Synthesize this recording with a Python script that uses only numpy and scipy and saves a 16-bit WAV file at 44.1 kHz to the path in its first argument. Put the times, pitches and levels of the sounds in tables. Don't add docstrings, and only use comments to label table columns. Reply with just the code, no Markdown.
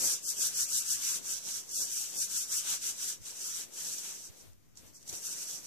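import sys
import numpy as np
from scipy import signal
from scipy.fft import rfft, irfft, next_fast_len
from scipy.io import wavfile
from scipy.ndimage import uniform_filter1d, map_coordinates

SR = 44100
rng = np.random.default_rng(int(sys.argv[2]) if len(sys.argv) > 2 else 0)


def field_ratio(decibels):
    return 10 ** (np.asarray(decibels, dtype=float) / 20)


def int16_out(signal):
    q = np.round(np.clip(np.atleast_2d(signal).T, -1, 1) * 32767)
    wavfile.write(sys.argv[1], SR, q.astype(np.int16))


N = 249606

# top_speed_s, hiss_db, speed_up_s, slow_down_s, sheet_re_hiss_db
STROKES = [(0.07, -29, 0.14, 0.13, -15), (0.303, -32, 0.09, 0.05, -18), (0.442, -30.5, 0.11, 0.091, -15),
           (0.609, -30, 0.098, 0.072, -15.5), (0.772, -30.5, 0.13, 0.085, -15.5),
           (0.911, -32, 0.081, 0.088, -15.5), (1.125, -33, 0.22, 0.087, -13), (1.32, -35, 0.11, 0.096, -14),
           (1.543, -37.5, 0.18, 0.11, -14), (1.812, -32.5, 0.14, 0.094, -19),
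           (1.962, -36, 0.13, 0.22, -14.5), (2.212, -32, 0.098, 0.076, -17),
           (2.384, -32.5, 0.14, 0.097, -15.5), (2.551, -32, 0.085, 0.1, -15),
           (2.72, -32.5, 0.1, 0.079, -8.5), (2.875, -33.5, 0.09, 0.072, -13),
           (3.074, -35.5, 0.15, 0.098, -13.5), (3.278, -42.5, 0.072, 0.07, -10.5),
           (3.454, -39, 0.17, 0.22, -13), (3.601, -40, 0.17, 0.061, -10.5), (3.799, -42.5, 0.1, 0.12, -12),
           (3.9, -38.5, 0.16, 0.23, -14.5), (4.081, -42.5, 0.13, 0.14, -10),
           (4.245, -46, 0.17, 0.066, -14.5)]
# top_speed_s, hiss_db, speed_up_s, slow_down_s, sheet_re_hiss_db
BRUSHES = [(4.391, -55.5, 0.087, 0.088, -15), (4.495, -75, 0.022, 0.051, 1),
           (4.775, -55, 0.018, 0.057, -9.5), (4.883, -61, 0.055, 0.052, -13),
           (4.96, -53.5, 0.037, 0.049, -21), (5.025, -60, 0.048, 0.05, -11.0),
           (5.098, -42, 0.042, 0.029, -25), (5.137, -43, 0.038, 0.124, -20.5),
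           (5.27, -37, 0.078, 0.127, -15.5), (5.42, -41, 0.14, 0.097, -15.5),
           (5.515, -40, 0.07, 0.12, -15.0), (5.673, -47.0, 0.079, 0.05, -19)]
# time_s, left_re_right_db
HAND_PLACE = [(0.0, 2.5), (0.2, 0), (0.22, 2.5), (1.32, 2), (1.35, -1.5), (1.99, 2.5), (4.85, 0.5),
              (5.23, 2.0), (5.66, -1.0)]
# freq_hz, gain_db
SHEET = [(300, -12), (600, -12), (950, -4.5), (1200, 0), (1550, 5.5), (1950, -0.5), (2600, 1.5), (3100, 0),
         (3900, -4), (4800, -17)]
# freq_hz, level_db_per_hz
TABLE = [(50, -45), (90, -28.5), (125, -1), (200, -2), (350, -1), (520, -2.5), (800, -8.5), (1200, -12.5)]
# time_s, rumble_db
LOAD = [(0, -61.5), (.3, -67), (1, -69), (2, -66), (3, -68), (4.25, -67.5), (4.45, -75.5), (4.55, -81.5),
        (4.72, -94), (4.799, -75), (5.05, -70), (5.2, -63.5), (5.66, -66)]
# time_s, table_db, stand_db, length_s
BUMPS = [(0.039, -52, -63, 0.066), (0.141, -59, -85, 0.041), (0.633, -68, -69.5, 0.035),
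         (1.483, -60, -85, 0.041), (1.814, -61, -62, 0.024), (3.213, -81, -58, 0.029),
         (3.677, -92, -72, 0.031), (4.302, -92, -55, 0.015), (4.47, -75, -61, 0.11),
         (4.837, -88, -65, 0.12), (5.137, -60.5, -55, 0.026)]
# start_s, peak_db, thump_re_peak_db, crackle_t60_s
TICKS = [(4.5314, -51.5, -11, 0.018), (4.5404, -66, 0, 0.02), (4.755, -49, -22, 0.013),
         (4.7716, -37, -16, 0.022), (5.007, -62, -19, 0.019), (5.0273, -43.5, -4, 0.018),
         (5.0765, -35.5, -31, 0.03), (5.0922, -32, -31, 0.023), (5.096, -27.5, -35, 0.016),
         (5.116, -34, -22, 0.0078), (5.1278, -29.5, -15, 0.015), (5.139, -32.5, -18, 0.022),
         (5.1521, -29.5, -25, 0.0084), (5.268, -30, -36, 0.016), (5.5097, -32, -37, 0.019)]
# freq_hz, level_db_per_hz
STAND = [(15, -33), (30, -9.5), (60, -3.5), (100, -0.5), (130, -10), (200, -41.5)]
# freq_hz, level_db_per_hz
ROOM = [(25, 1), (60, 1), (130, 21), (300, 15.5), (500, 3), (900, -0.5), (2000, -1.5), (4200, -10),
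        (6200, 2), (9000, -9), (14500, -5)]
# freq_hz, gain_db
LEFT_PORT = [(100, -15.5), (2000, -23), (4000, -12.5), (5800, -7.5), (6700, -2.5), (7600, -1), (8600, -7),
             (10000, -13.5), (12000, -20.5), (14500, -22.5)]
# freq_hz, gain_db
RIGHT_PORT = [(100, -12.5), (2000, -24.5), (3300, -15), (4300, -10.5), (5200, -4), (5900, 4.5),
              (6500, -1.5), (7600, -10.5), (9500, -19.5), (14500, -30)]
# freq_hz, share
COMMON_SHARE = [(40, 0.79), (130, 0.72), (400, 0.34), (800, 0.2), (1400, 0.15), (1900, 0.079), (2900, 0.24),
                (4000, 0.24), (7300, 0.071), (10000, 0.15)]
# freq_hz, level_re_loudness_db
LINE_FLOOR = [(40, -9), (110, -9.5), (300, -13), (800, -8.5), (1400, -9), (2100, -7.5), (3400, -3),
              (4100, 0), (4700, -1), (5400, -25)]

STROKE_DROP_DB, RISE_POWER, FALL_POWER = 20, 1.75, 2.0
SHEET_LINGER_RATIO = 1.15
SIZZLE_RE_HISS_DB, SIZZLE_DB_PER_DB = -9.5, 0.12
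SWING_DB_PER_DB = -0.0162
STAND_DB, STAND_LUMPS_DB = -80, 2.5
STAND_DROP_DB_PER_DB = 0.35
ROOM_DB = -65.5
PORT_LAG_S = 0.00019
TOP_HZ, FRAME_START_SAMPLES, FINE_BELOW_DB = 14600, 870, -58
OFFSET = -0.0003


def rubbing():
    hiss_db, sheet_db = hand()
    time_s = np.arange(N) / SR
    sizzle_db = SIZZLE_RE_HISS_DB + SIZZLE_DB_PER_DB * (hiss_db + 39.5)
    swing_db = SWING_DB_PER_DB * (hiss_db - uniform_filter1d(hiss_db, SR // 2))
    place_db = np.interp(time_s, *np.transpose(HAND_PLACE)) + swing_db - 0.6
    grip_db = 1.0 * wobble(45) + 0.26 * wobble(160)

    below = lambda hz: 1 / np.sqrt(1 + (hz / 10200) ** 12)
    above = lambda hz: 1 / np.sqrt(1 + (4200 / (hz + 1)) ** 8)
    hiss = heard(catches(spread_db=2.04, patchy_db=0.77), lambda hz: below(hz) * above(hz))
    sizzle = heard(catches(spread_db=1.0, patchy_db=-0.76), lambda hz: np.sqrt(1 - below(hz) ** 2))
    sheet = heard(catches(spread_db=1.0, patchy_db=2.0), lambda hz: field_ratio(along(SHEET, hz)))
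    faint_db = 1.0 + 0.5 * np.minimum(hiss_db + 43.0, 0)
    fibres = field_ratio(hiss_db) * (hiss + field_ratio(sizzle_db + 6.0) * sizzle)
    skin = field_ratio(grip_db) * (fibres + field_ratio(sheet_db + faint_db) * sheet)

    table = filtered(catches(spread_db=0.96, patchy_db=1.0), lambda hz: field_ratio(along(TABLE, hz)))
    table = unit(table * field_ratio([[2.2], [-2.2]]))
    table_db = np.interp(time_s, *np.transpose(LOAD))
    rumble = loaded(table_db, column=1) * field_ratio(11.5 + 3.05 * wobble(13)) * table
    return skin * field_ratio(np.array([place_db, -place_db]) / 2) + rumble


def hand():
    top_s, hiss_db, rise_s, fall_s, sheet_db = np.transpose(STROKES + BRUSHES)
    hiss = humps(top_s, hiss_db, rise_s, fall_s)
    sheet = humps(top_s, hiss_db + sheet_db, SHEET_LINGER_RATIO * rise_s, SHEET_LINGER_RATIO * fall_s)
    return hiss, sheet


def humps(top_s, db, rise_s, fall_s):
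    knots = np.arange(0, N, 64)
    late_s = knots / SR - top_s[:, None]
    rising = late_s < 0
    away = np.where(rising, -late_s / np.abs(rise_s)[:, None], late_s / np.abs(fall_s)[:, None])
    swell_db = db[:, None] - STROKE_DROP_DB * away ** np.where(rising, RISE_POWER, FALL_POWER)
    power = (field_ratio(swell_db) ** 2).sum(axis=0)
    return np.interp(np.arange(N), knots, 10 * np.log10(power + 1e-11))


def catches(spread_db, patchy_db):
    ticks = rng.standard_normal((2, N)) * field_ratio(spread_db * rng.exponential(size=N))
    spectrum = signal.stft(ticks, nperseg=256)[2]
    patches = rng.standard_normal(spectrum.shape[1:])
    patches = uniform_filter1d(uniform_filter1d(patches, size=5, axis=0), size=8, axis=1)
    rough = signal.istft(spectrum * field_ratio(patchy_db * unit(patches)), nperseg=256)[1]
    return pair(rough[:, :N])


def loaded(steady_db, column):
    bumps = np.transpose(BUMPS)
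    return np.hypot(field_ratio(steady_db), field_ratio(humps(bumps[0], bumps[column], bumps[-1], bumps[-1])))


def touches():
    crackle, thump = np.zeros((2, N + SR)), np.zeros(N + SR)
    t = np.arange(SR // 10) / SR
    for start_s, peak_db, thump_db, t60_s in TICKS:
        i = round(start_s * SR)
        burst = rng.standard_normal((2, len(t))) * field_ratio(-60 * t / t60_s) * (1 - np.exp(-t / 0.00046))
        crackle[:, i:i + len(t)] += field_ratio(peak_db + 7) * burst
        swell = field_ratio(peak_db + thump_db - 7 - 60 * t / 0.3) * (1 - np.exp(-t / 0.014))
        thump[i:i + len(t)] += swell * np.sin(2 * np.pi * 150 * t)
    return ports(crackle[:, :N]) + thump[:N] * np.array([[1.3], [-0.9]])


def stand():
    drop_db = STAND_DROP_DB_PER_DB * (hand()[0] + 40).clip(-30)
    steady_db = STAND_DB - drop_db + STAND_LUMPS_DB * wobble(13)
    shudder = filtered(pair(rng.standard_normal((2, N))), lambda hz: field_ratio(along(STAND, hz)))
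    return loaded(steady_db, column=2) * field_ratio(4.5) * unit(shudder * field_ratio([[1.3], [-1.3]]))


def room():
    air = filtered(pair(rng.standard_normal((2, N))), lambda hz: field_ratio(along(ROOM, hz)))
    return field_ratio(ROOM_DB + 2.7 * wobble(9)) * unit(air * field_ratio([[1.2], [-1.2]]))


def heard(x, shape):
    return unit(filtered(x, lambda hz: shape(hz) * field_ratio([along(LEFT_PORT, hz), along(RIGHT_PORT, hz)])))


def ports(x):
    return np.array([filtered(x[0], causal(LEFT_PORT)), filtered(x[1], causal(RIGHT_PORT))])


def pair(x):
    share = lambda hz: np.clip(along(COMMON_SHARE, hz), 0, 1)
    common = filtered(x[0], lambda hz: -share(hz) * np.exp(-2j * np.pi * hz * PORT_LAG_S))
    own = filtered(x[1], lambda hz: np.sqrt(1 - share(hz) ** 2))
    return np.array([x[0], common + own])


def causal(points):
    def response(hz):
        cepstrum = irfft(np.log(field_ratio(along(points, hz))))
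        half = len(cepstrum) // 2
        cepstrum[1:half] *= 2
        cepstrum[half + 1:] = 0
        return np.exp(rfft(cepstrum))
    return response


def filtered(x, response):
    m = next_fast_len(N + 8192)
    return irfft(rfft(x, m) * response(np.fft.rfftfreq(m, 1 / SR)), m)[..., :N]


def along(points, hz):
    f, v = np.transpose(points)
    return np.interp(np.log(hz + 1), np.log(f + 1), v)


def wobble(rate_hz):
    knots = rng.standard_normal(int(N * rate_hz / SR) + 4)
    return map_coordinates(knots, [np.arange(N) * rate_hz / SR])


def unit(x):
    return x / np.sqrt(np.mean(x ** 2) + 1e-20)


def starved(x, size=1024, count=256):
    n, k = np.arange(2 * size), np.arange(count)
    basis = np.cos(np.pi / size * np.outer(n + 0.5 + size / 2, k + 0.5)) * np.sqrt(2 / size)
    basis *= np.sin(np.pi * (n + 0.5) / (2 * size))[:, None]
    lead = 2 * size - FRAME_START_SAMPLES
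    index = np.arange(N // size + 4)[:, None] * size + n
    frames = np.pad(x, ((0, 0), (lead, 4 * size)))[:, index]
    loudness = np.sqrt(np.mean(np.diff(frames) ** 2, axis=(0, 2)) + 1e-20)[:, None]
    coarseness = np.minimum(loudness / field_ratio(FINE_BELOW_DB), 1)
    line_hz = (k + 0.5) * SR / (2 * size)
    step = 2 * loudness * coarseness * field_ratio(along(LINE_FLOOR, line_hz))
    lines = frames @ basis
    error = lines - step * np.round(lines / step)
    return x - [np.bincount(index.ravel(), (e @ basis.T).ravel())[lead:][:N] for e in error]


def scene():
    return rubbing() + touches() + stand() + room()


def band_limit(x):
    return signal.sosfilt(signal.butter(12, 15720, fs=SR, output="sos"), x)


def record(dry):
    limited = filtered(dry, lambda hz: hz < TOP_HZ)
    mix = starved(limited) + OFFSET
    return band_limit(mix)


dry = scene()
out = record(dry)
int16_out(out)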